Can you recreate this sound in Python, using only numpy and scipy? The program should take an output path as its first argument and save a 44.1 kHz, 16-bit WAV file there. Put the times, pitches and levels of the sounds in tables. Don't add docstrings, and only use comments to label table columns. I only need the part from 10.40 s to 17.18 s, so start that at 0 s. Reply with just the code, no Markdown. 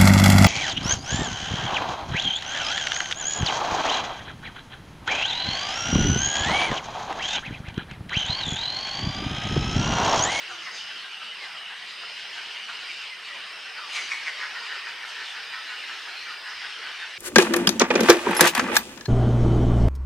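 import sys
import numpy as np
from scipy import signal
from scipy.fft import rfft, irfft, next_fast_len
from scipy.io import wavfile
from scipy.ndimage import map_coordinates

SR = 44100
rng = np.random.default_rng(int(sys.argv[2]) if len(sys.argv) > 2 else 0)


def put_to_file(sound):
    columns = np.atleast_2d(sound).T
    safe = np.clip(columns, -1, 1)
    whole_steps = np.round(safe * 32767)
    wavfile.write(sys.argv[1], SR, whole_steps.astype(np.int16))


N = 298998

# start_s, adults_db, young_db
COLONY_LEVELS = [(0, -44, -41), (.38, -43, -43), (.46, -46, -43.5), (.58, -44.5, -41), (.76, -46.5, -43.5),
                 (1.05, -43.5, -42.5), (1.2, -44, -45), (1.43, -46, -43.5), (1.52, -46, -42.5),
                 (2, -44, -40.5), (2.62, -45, -42), (2.78, -46, -45), (2.95, -43, -41.5),
                 (3.28, -45.5, -42.5), (3.52, -41.5, -39), (3.7, -42, -38), (4.55, -43.5, -40.5),
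                 (5.93, -44.5, -39.5), (6.01, -45, -43.5), (6.1, -44.5, -40.5), (6.3, -43.5, -39),
                 (6.38, -45, -40), (6.46, -42.5, -39.5), (6.78, -45.5, -39.5)]
# multiple (of the main resonance), width_hz, level_db (relative)
OPEN_BILL_THROAT = [(.65, 814, 0), (1, 1350, 0.5), (1.8, 3040, -12.5)]
SQUAWK_HZ, SQUAWK_S = 3765, 0.07


def series():
    # middle_s, level_db, length_s (a quarter of the whole croak)
    croak_times = [(3.571, -29.5, 0.047), (3.721, -26.5, 0.038), (3.873, -28.5, .036),
                   (4.021, -30.5, 0.046), (4.173, -35, 0.052), (4.317, -34.5, 0.07), (4.472, -36.5, 0.05),
                   (4.639, -39, 0.069), (4.795, -38, 0.094), (4.965, -39, .097), (5.144, -36.5, 0.062),
                   (5.311, -38, 0.08), (5.491, -39, .095), (5.68, -40, 0.075), (5.891, -39.5, 0.087),
                   (6.078, -39, 0.082), (6.242, -36.5, .06), (6.445, -38.5, 0.091), (6.628, -37.5, 0.076)]
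    # multiple (of the main resonance), width_hz, level_db (relative)
    throat = [(.52, 300, -8), (.85, 460, -10), (0.999, 700, 5), (1.6, 1500, -12.5), (2.4, 3270, -6)]
    calming_s = 0.42
    first_s = croak_times[0][0]
    out = np.zeros(N)
    for s, db, length in croak_times:
        excitement = np.exp(-((s - first_s) / calming_s) ** 2)

        def mood(calm, excited):
            return calm + (excited - calm) * excitement

        voice = call(mood(1705, 2290), length, throat,
                     pulse_hz=mood(129.65, 186), rough=mood(0.39, 0.26), fall=0.091,
                     attack=mood(2.17, 2.9), release=1.58)
        add(out, s, amp(db) * voice)
    return perch(out)


def perch(x):
    # tone_hz, width_hz, level_db (relative to the direct voice)
    tones = [(980, 60, 1), (1320, 50, -2), (1490, 120, -2), (1695, 60, -3), (1805, 40, 0), (1970, 45, 1),
             (2075, 35, -3), (2218, 50, 0), (2345, 45, -2)]

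    def ring(f):
        response = 1
        for hz, width, db in tones:
            response = response + amp(db) * 1j * f * width / (hz * hz - f * f + 1j * f * width)
        return response

    return unit(filtered(x, ring)) * np.std(x)


def croaks():
    # middle_s, level_db, throat_hz, length_s (a quarter of the whole croak)
    croak_times = [(0.115, -35, 1390, 0.034), (0.276, -34.5, 1980, 0.037), (0.513, -43, 1500, 0.042),
                   (.653, -41, 1520, 0.044), (.826, -42.5, 1380, 0.028), (1.048, -40.5, 1750, .04),
                   (1.315, -40, 1770, 0.061), (1.634, -39, 1410, .024), (1.974, -39.5, 1580, 0.048),
                   (2.158, -39.5, 2170, 0.04), (2.296, -37, 1550, 0.037), (2.431, -40, 1520, 0.035),
                   (2.503, -40.5, 2540, .038), (2.621, -39, 2630, .045), (2.893, -40, 2070, .05),
                   (2.991, -43.5, 1570, .04), (3.11, -42.5, 1940, .04), (3.265, -43.5, 1450, 0.044),
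                   (3.386, -39, 1450, 0.042)]
    # multiple (of the main resonance), width_hz, level_db (relative)
    throat = [(.57, 365, -6), (.8, 635, -8.5), (1, 543, 3.5), (2, 3100, -7)]
    out = np.zeros(N)
    for s, db, hz, length in croak_times:
        voice = call(hz, length, throat, pulse_hz=259.0, rough=0.16, fall=0.079, attack=2.9, release=2.1)
        add(out, s, amp(db) * voice)
    return out


def squawks():
    # middle_s, level_db
    squawk_times = [(.385, -42), (1.038, -43), (1.497, -41), (1.795, -44), (1.97, -44), (2.302, -42.5),
                    (2.53, -42), (2.646, -43), (2.867, -43), (3.56, -33.5), (3.869, -45), (4.349, -43),
                    (4.857, -41), (5.312, -43), (5.792, -47)]
    out = np.zeros(N)
    for s, db in squawk_times:
        voice = call(SQUAWK_HZ, SQUAWK_S, OPEN_BILL_THROAT, pulse_hz=189.4, rough=0.48, fall=0.023)
        add(out, s, amp(db) * voice)
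    return out


def screeches():
    # middle_s, level_db, top_db (relative strength of the shrill top)
    screech_times = [(.13, -48, -4), (0.238, -50, -8), (.365, -42.5, -9), (1.96, -54, -10),
                     (2.485, -55, 12), (3.561, -40, 9), (3.625, -42, -1), (3.727, -49, 13),
                     (3.789, -59, 12), (3.876, -55, 10), (4.691, -51, 9), (4.901, -54, 10), (5.53, -51, -4)]
    # multiple (of the main resonance), width_hz, level_db (relative)
    throat = [(.8, 1430, 11.5), (1, 2000, 11)]
    # multiple (of the main resonance), width_hz
    shrill_top = (1.21, 4500)
    throat_hz, length_s = 6150, 0.075
    out = np.zeros(N)
    for s, db, top_db in screech_times:
        whole_throat = throat + [(*shrill_top, top_db)]
        voice = call(throat_hz, length_s, whole_throat, pulse_hz=258.6, rough=0.98, fall=0.056,
                     attack=2.2, release=1.8)
        add(out, s, amp(db) * voice)
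    return out


def notes():
    # middle_s, level_db, pitch_hz (halfway), length_s, fall (natural log of the pitch, each side)
    note_times = [(0.149, -58, 345, 0.28, 0.07), (0.821, -43, 1330, .055, 0.03),
                  (0.897, -43.5, 3000, 0.081, 0.05), (.928, -45, 2050, .05, .01),
                  (0.975, -46, 2690, .06, 0.07), (1.026, -40, 2120, 0.11, .1), (1.63, -54, 692, 0.067, 0),
                  (2.504, -40, 2350, 0.058, 0.1), (2.726, -41.5, 2060, .08, .06),
                  (2.947, -58, 558, 0.162, 0.07), (3.44, -45.5, 1180, 0.15, 0.09),
                  (5.29, -46.5, 4050, .11, 0.1), (5.79, -46, 4170, 0.17, 0.06),
                  (5.905, -45, 1278, 0.1, 0.1)]
    out = np.zeros(N)
    for s, db, hz, length, fall in note_times:
        u = np.linspace(1, -1, int(length * SR))
        loudness = amp(db + 1.8 * wobble(84.0, len(u))) * np.hanning(len(u))
        add(out, s, loudness * whistle(hz * np.exp(fall * u), waver=.01))
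    return out


def chicks():
    # start_s, end_s, level_db
    bouts = [(-.1, .237, -46), (.37, .63, -44), (.683, 0.803, -45), (0.787, 0.946, -43.5),
             (1.144, 1.36, -43.5), (1.553, 1.92, -46), (1.905, 2.32, -45), (2.312, 2.722, -45),
             (2.84, 3.077, -46), (3.164, 3.303, -46.5), (3.47, 3.72, -44.5), (4.127, 4.426, -46.5),
             (4.647, 5, -46.5), (5.08, 5.618, -48.5), (6.187, 6.654, -47)]
    # throat_hz, pulse_hz
    voices = [(2820, 170), (3050, 210)]
    whine_db, fade_s = -50, 0.026
    chirp_rate_hz, chirp_depth_db = 24, 1.5
    t = np.arange(N) / SR
    effort = np.full(N, amp(whine_db))
    for start, end, db in bouts:
        fade = np.clip(np.minimum(t - start, end - t) / fade_s, 0, 1)
        effort = np.maximum(effort, amp(db) * fade)
    out = np.zeros(N)
    for hz, pulse_hz in voices:
        chirp = np.sin(2 * np.pi * np.cumsum(chirp_rate_hz * np.exp(0.247 * wobble(8))) / SR)
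        source = rasp(N, pulse_hz, jitter=.15, rough=0.54)
        buzz = resonance(source, hz * np.exp(0.024 * wobble(14)), width_hz=420)
        out += effort * unit(amp(chirp_depth_db * chirp) * buzz)
    return out


def trills():
    # start_s, end_s, level_db
    held = [(0.25, 0.627, -52), (0.93, 1.213, -52.5), (1.437, 1.802, -50), (1.816, 2.205, -55.5),
            (2.379, 2.76, -51.5), (2.902, 3.174, -57), (3.311, 3.614, -50), (4.128, 4.453, -48.5),
            (4.931, 5.29, -49), (5.851, 6.26, -50)]
    # start_s, end_s, level_db
    arched = [(0.152, 0.555, -50), (0.919, 1.24, -53.5), (1.519, 2.125, -53), (2.338, 2.718, -56),
              (3.002, 3.42, -52), (3.782, 4.301, -54), (4.675, 5.022, -53.5), (5.3, 5.718, -52.5),
              (5.97, 6.422, -52.5)]
    held_hz, scoop_hz, scoop_s = 4983, 188.3, 0.11
    foot_hz, rise_hz = 4975, 274.2
    out = np.zeros(N)
    for start, end, db in held:
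        t = np.arange(int((end - start) * SR)) / SR
        pitch = held_hz - scoop_hz * np.exp(-t / scoop_s)
        add(out, (start + end) / 2, amp(db) * trill(pitch, waver=0.0197))
    for start, end, db in arched:
        arch = np.sin(np.linspace(0, np.pi, int((end - start) * SR)))
        add(out, (start + end) / 2, amp(db) * trill(foot_hz + rise_hz * arch, waver=.03))
    return out


def trill(hz, waver):
    shiver_hz = 31.6
    shiver = amp(3.9 * np.sin(2 * np.pi * shiver_hz * np.arange(len(hz)) / SR))
    return whistle(hz, waver) * shiver * signal.windows.tukey(len(hz), .35)


def crowd(count=90):
    throat = [(.48, 206, -11.5), (1, 251, -1), (1.7, 500, -6.5)]  # multiple, width_hz, level_db
    out = np.zeros(N)
    for i, (when, size, pace, near) in enumerate(rng.random((count, 4))):
        voice = call(1150 + 1800 * size, .025 + .04 * pace, throat,
                     pulse_hz=150 + 300 * near, rough=0.11, fall=0.077)
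        add(out, (i + when) / count * N / SR, amp(5 * near) * voice)
    adults_db = curves(COLONY_LEVELS)[0]
    return amp(adults_db - 5) * out


def squabbles(count=20):
    out = np.zeros(N)
    for i, (when, size, near) in enumerate(rng.random((count, 3))):
        hz = SQUAWK_HZ * np.exp(0.25 * (size - .5))
        voice = call(hz, SQUAWK_S, OPEN_BILL_THROAT, pulse_hz=192.7, rough=0.6, fall=0.13)
        add(out, (i + when) / count * N / SR, amp(5 * near) * voice)
    young_db = curves(COLONY_LEVELS)[1]
    return amp(young_db - 8) * out


def far_colony():
    # pitch_hz, level_db (relative)
    adult_colour = [(25, -54), (60, -29), (140, -19.5), (190, -17.5), (280, -15.5), (430, -6), (550, -9.5),
                    (820, -4), (950, -2.5), (1400, -1), (1900, 3.5), (2500, -9), (3500, -7), (7000, -41.5)]
    # pitch_hz, level_db (relative)
    young_colour = [(500, -38), (1500, -6), (2400, 6), (3100, 1), (3600, 1.5), (4600, 0), (5600, -5.5),
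                    (7000, -16.5), (8200, -21.5), (10000, -25.5), (12500, -34), (15500, -57)]
    adults_db, young_db = curves(COLONY_LEVELS)
    adults = amp(adults_db) * babble(adult_colour, patchy_db=2.5)
    young = amp(young_db) * babble(young_colour, patchy_db=3.0)
    return adults + young


def babble(spectrum, patchy_db):
    z = signal.stft(rng.standard_normal((2, N)), nperseg=1024)[2]
    patch = np.outer(np.hanning(9), np.hanning(9))
    field = signal.fftconvolve(rng.standard_normal(z.shape[1:]), patch, "same")
    pair = signal.istft(z * amp(patchy_db * unit(field)), nperseg=1024)[1][:, :N]
    return unit(filtered(pair, lambda hz: amp(along(spectrum, hz))))


def insects():
    # middle_hz, width_hz, level_db
    shrill_bands = [(8640, 1200, -63.5), (11730, 330, -75)]
    # time_s, level_db
    hiss_levels = [(0, -85.5), (2.8, -81), (3.9, -78), (4.34, -73), (6.1, -70), (6.33, -83), (6.78, -83)]
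    bands = sum(amp(db) * resonance(rng.standard_normal(N), hz, width) for hz, width, db in shrill_bands)
    hiss = resonance(rng.standard_normal(N), 12700, width_hz=7500)
    return bands + amp(curves(hiss_levels)[0]) * hiss


def woods(x, decay):
    hz, t, z = signal.stft(rng.standard_normal((2, SR)), SR, nperseg=256)
    fading = amp(-60 * t / along(decay, hz)[:, None])
    tail = signal.istft(z * fading, SR, nperseg=256)[1]
    return signal.fftconvolve(x[None], tail / np.linalg.norm(tail[0]), axes=1)[:, :N]


def breeze():
    # middle_s, level_db (at the peak)
    puff_times = [(0.139, -65), (.435, -63), (5.83, -71), (6.183, -67)]
    out = amp(-92.0) * np.array([resonance(rng.standard_normal(N), 85, width_hz=75) for port in range(2)])
    size = int(0.109 * SR)
    for port in out:
        for s, db in puff_times:
            puff = np.hanning(size) * resonance(rng.standard_normal(size), 75, width_hz=100)
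            add(port, s, amp(db) * puff)
    return out


def drone():
    start_db, fade_db_per_s = -70, 2.5
    db = start_db - fade_db_per_s * np.arange(N) / SR
    return amp(db) * resonance(rng.standard_normal(N), 195.5, width_hz=142)


def call(hz, length, throat, pulse_hz, rough, fall, attack=2.5, release=2.0):
    length = np.clip(length, .015, .25)
    u = np.linspace(-2, 2, int(4 * length * SR))
    pace = pulse_hz * np.exp(.08 * rng.standard_normal() - .12 * u)
    source = rasp(len(u), pace, jitter=.12, rough=rough)
    sinking_hz = hz * np.exp(-fall * np.tanh(1.75 * u))
    voice = sum(amp(db) * resonance(source, k * sinking_hz, width) for k, width, db in throat)
    steepness = np.where(u < 0, attack, release)
    swell = np.cos(np.pi * u / 4) / (1 + (steepness * u) ** 2)
    return unit(foliage(voice * swell)) * np.sqrt(np.mean(swell ** 2))


def rasp(size, pulse_hz, jitter, rough, scatter_db=0.7):
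    cycle = np.cumsum(pulse_hz * np.exp(jitter * wobble(150, size))) / SR + rng.random()
    pulses = np.diff(np.floor(cycle), prepend=0) * amp(scatter_db * rng.standard_normal(size))
    air = rng.standard_normal(size) * np.exp(-2 * (cycle % 1))
    rough = np.clip(rough, 0, 1)
    return np.sqrt(1 - rough) * unit(pulses) + np.sqrt(rough) * unit(air)


def foliage(x, count=8):
    paths = np.zeros(SR // 100)
    paths[rng.integers(20, len(paths), count)] = 0.27 * rng.standard_normal(count)
    paths[0] = 1
    return signal.fftconvolve(x, paths)[:len(x)]


def bassless(x):
    return filtered(x, lambda hz: hz ** 4 / (hz ** 4 + 450 ** 4))


def whistle(hz, waver):
    flutter = np.exp(waver * wobble(400, len(hz)))
    return np.sqrt(2) * np.sin(2 * np.pi * np.cumsum(hz * flutter) / SR)


def resonance(x, hz, width_hz):
    turn = np.exp(2j * np.pi * np.cumsum(hz + np.zeros(len(x))) / SR)
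    pole = np.exp(-np.pi * abs(width_hz) / SR)
    smooth = signal.lfilter([1], np.poly([pole] * 3), x / turn)
    return unit((smooth * turn).real)


def spread(pair):
    # pitch_hz, likeness (0 to 1)
    likeness = [(60, 1), (130, 0.69), (290, 0.88), (640, 0.91), (1410, 0.99), (3100, 0.79), (6820, 0.72),
                (15000, 0.17)]

    def turn(hz):
        return np.arccos(np.clip(along(likeness, hz), 0, 1)) / 2

    mid, side = filtered(pair, lambda hz: np.array([np.cos(turn(hz)), np.sin(turn(hz))]))
    return np.array([mid + side, mid - side])


def amp(db):
    return 10 ** (np.asarray(db) / 20)


def unit(x):
    return x / np.sqrt(np.mean(x ** 2) + 1e-20)


def along(points, hz):
    f, v = np.transpose(points)
    return np.interp(np.log(hz + 1), np.log(f + 1), v)


def curves(rows):
    s, *cols = np.transpose(rows)
    return [np.interp(np.arange(N) / SR, s, c) for c in cols]


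def wobble(rate, size=N):
    knots = rng.standard_normal(int(size * rate / SR) + 4)
    return map_coordinates(knots, [np.arange(size) * rate / SR], order=2)


def filtered(x, response):
    m = next_fast_len(N + SR // 4)
    return irfft(rfft(x, m) * response(np.fft.rfftfreq(m, 1 / SR)), m)[..., :N]


def add(track, s, sound):
    start = round(s * SR) - len(sound) // 2
    lo, hi = max(start, 0), min(start + len(sound), N)
    if hi > lo:
        track[lo:hi] += sound[lo - start:hi - start]


def scene():
    # pitch_hz, decay_s (time to fall by 60 dB)
    bank_decay = [(200, 0.54), (2000, 0.73), (6000, 1), (14000, 0.28)]
    # pitch_hz, decay_s (time to fall by 60 dB)
    tree_decay = [(300, 0.11), (2000, 0.74), (6000, 0.22), (14000, 0.085)]
    near = bassless(series())
    others = bassless(croaks() + squawks() + screeches() + crowd() + squabbles())
    birds = near + others + notes() + chicks() + trills()
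    echoes = amp(-7.5) * woods(birds, bank_decay) + amp(-12) * woods(near, tree_decay)
    around = echoes + far_colony() + np.array([insects(), insects()])
    return birds + spread(around) + breeze() + drone()


def record(dry):
    return filtered(dry, lambda hz: hz < 15750)


dry = scene()
out = record(dry)
put_to_file(out)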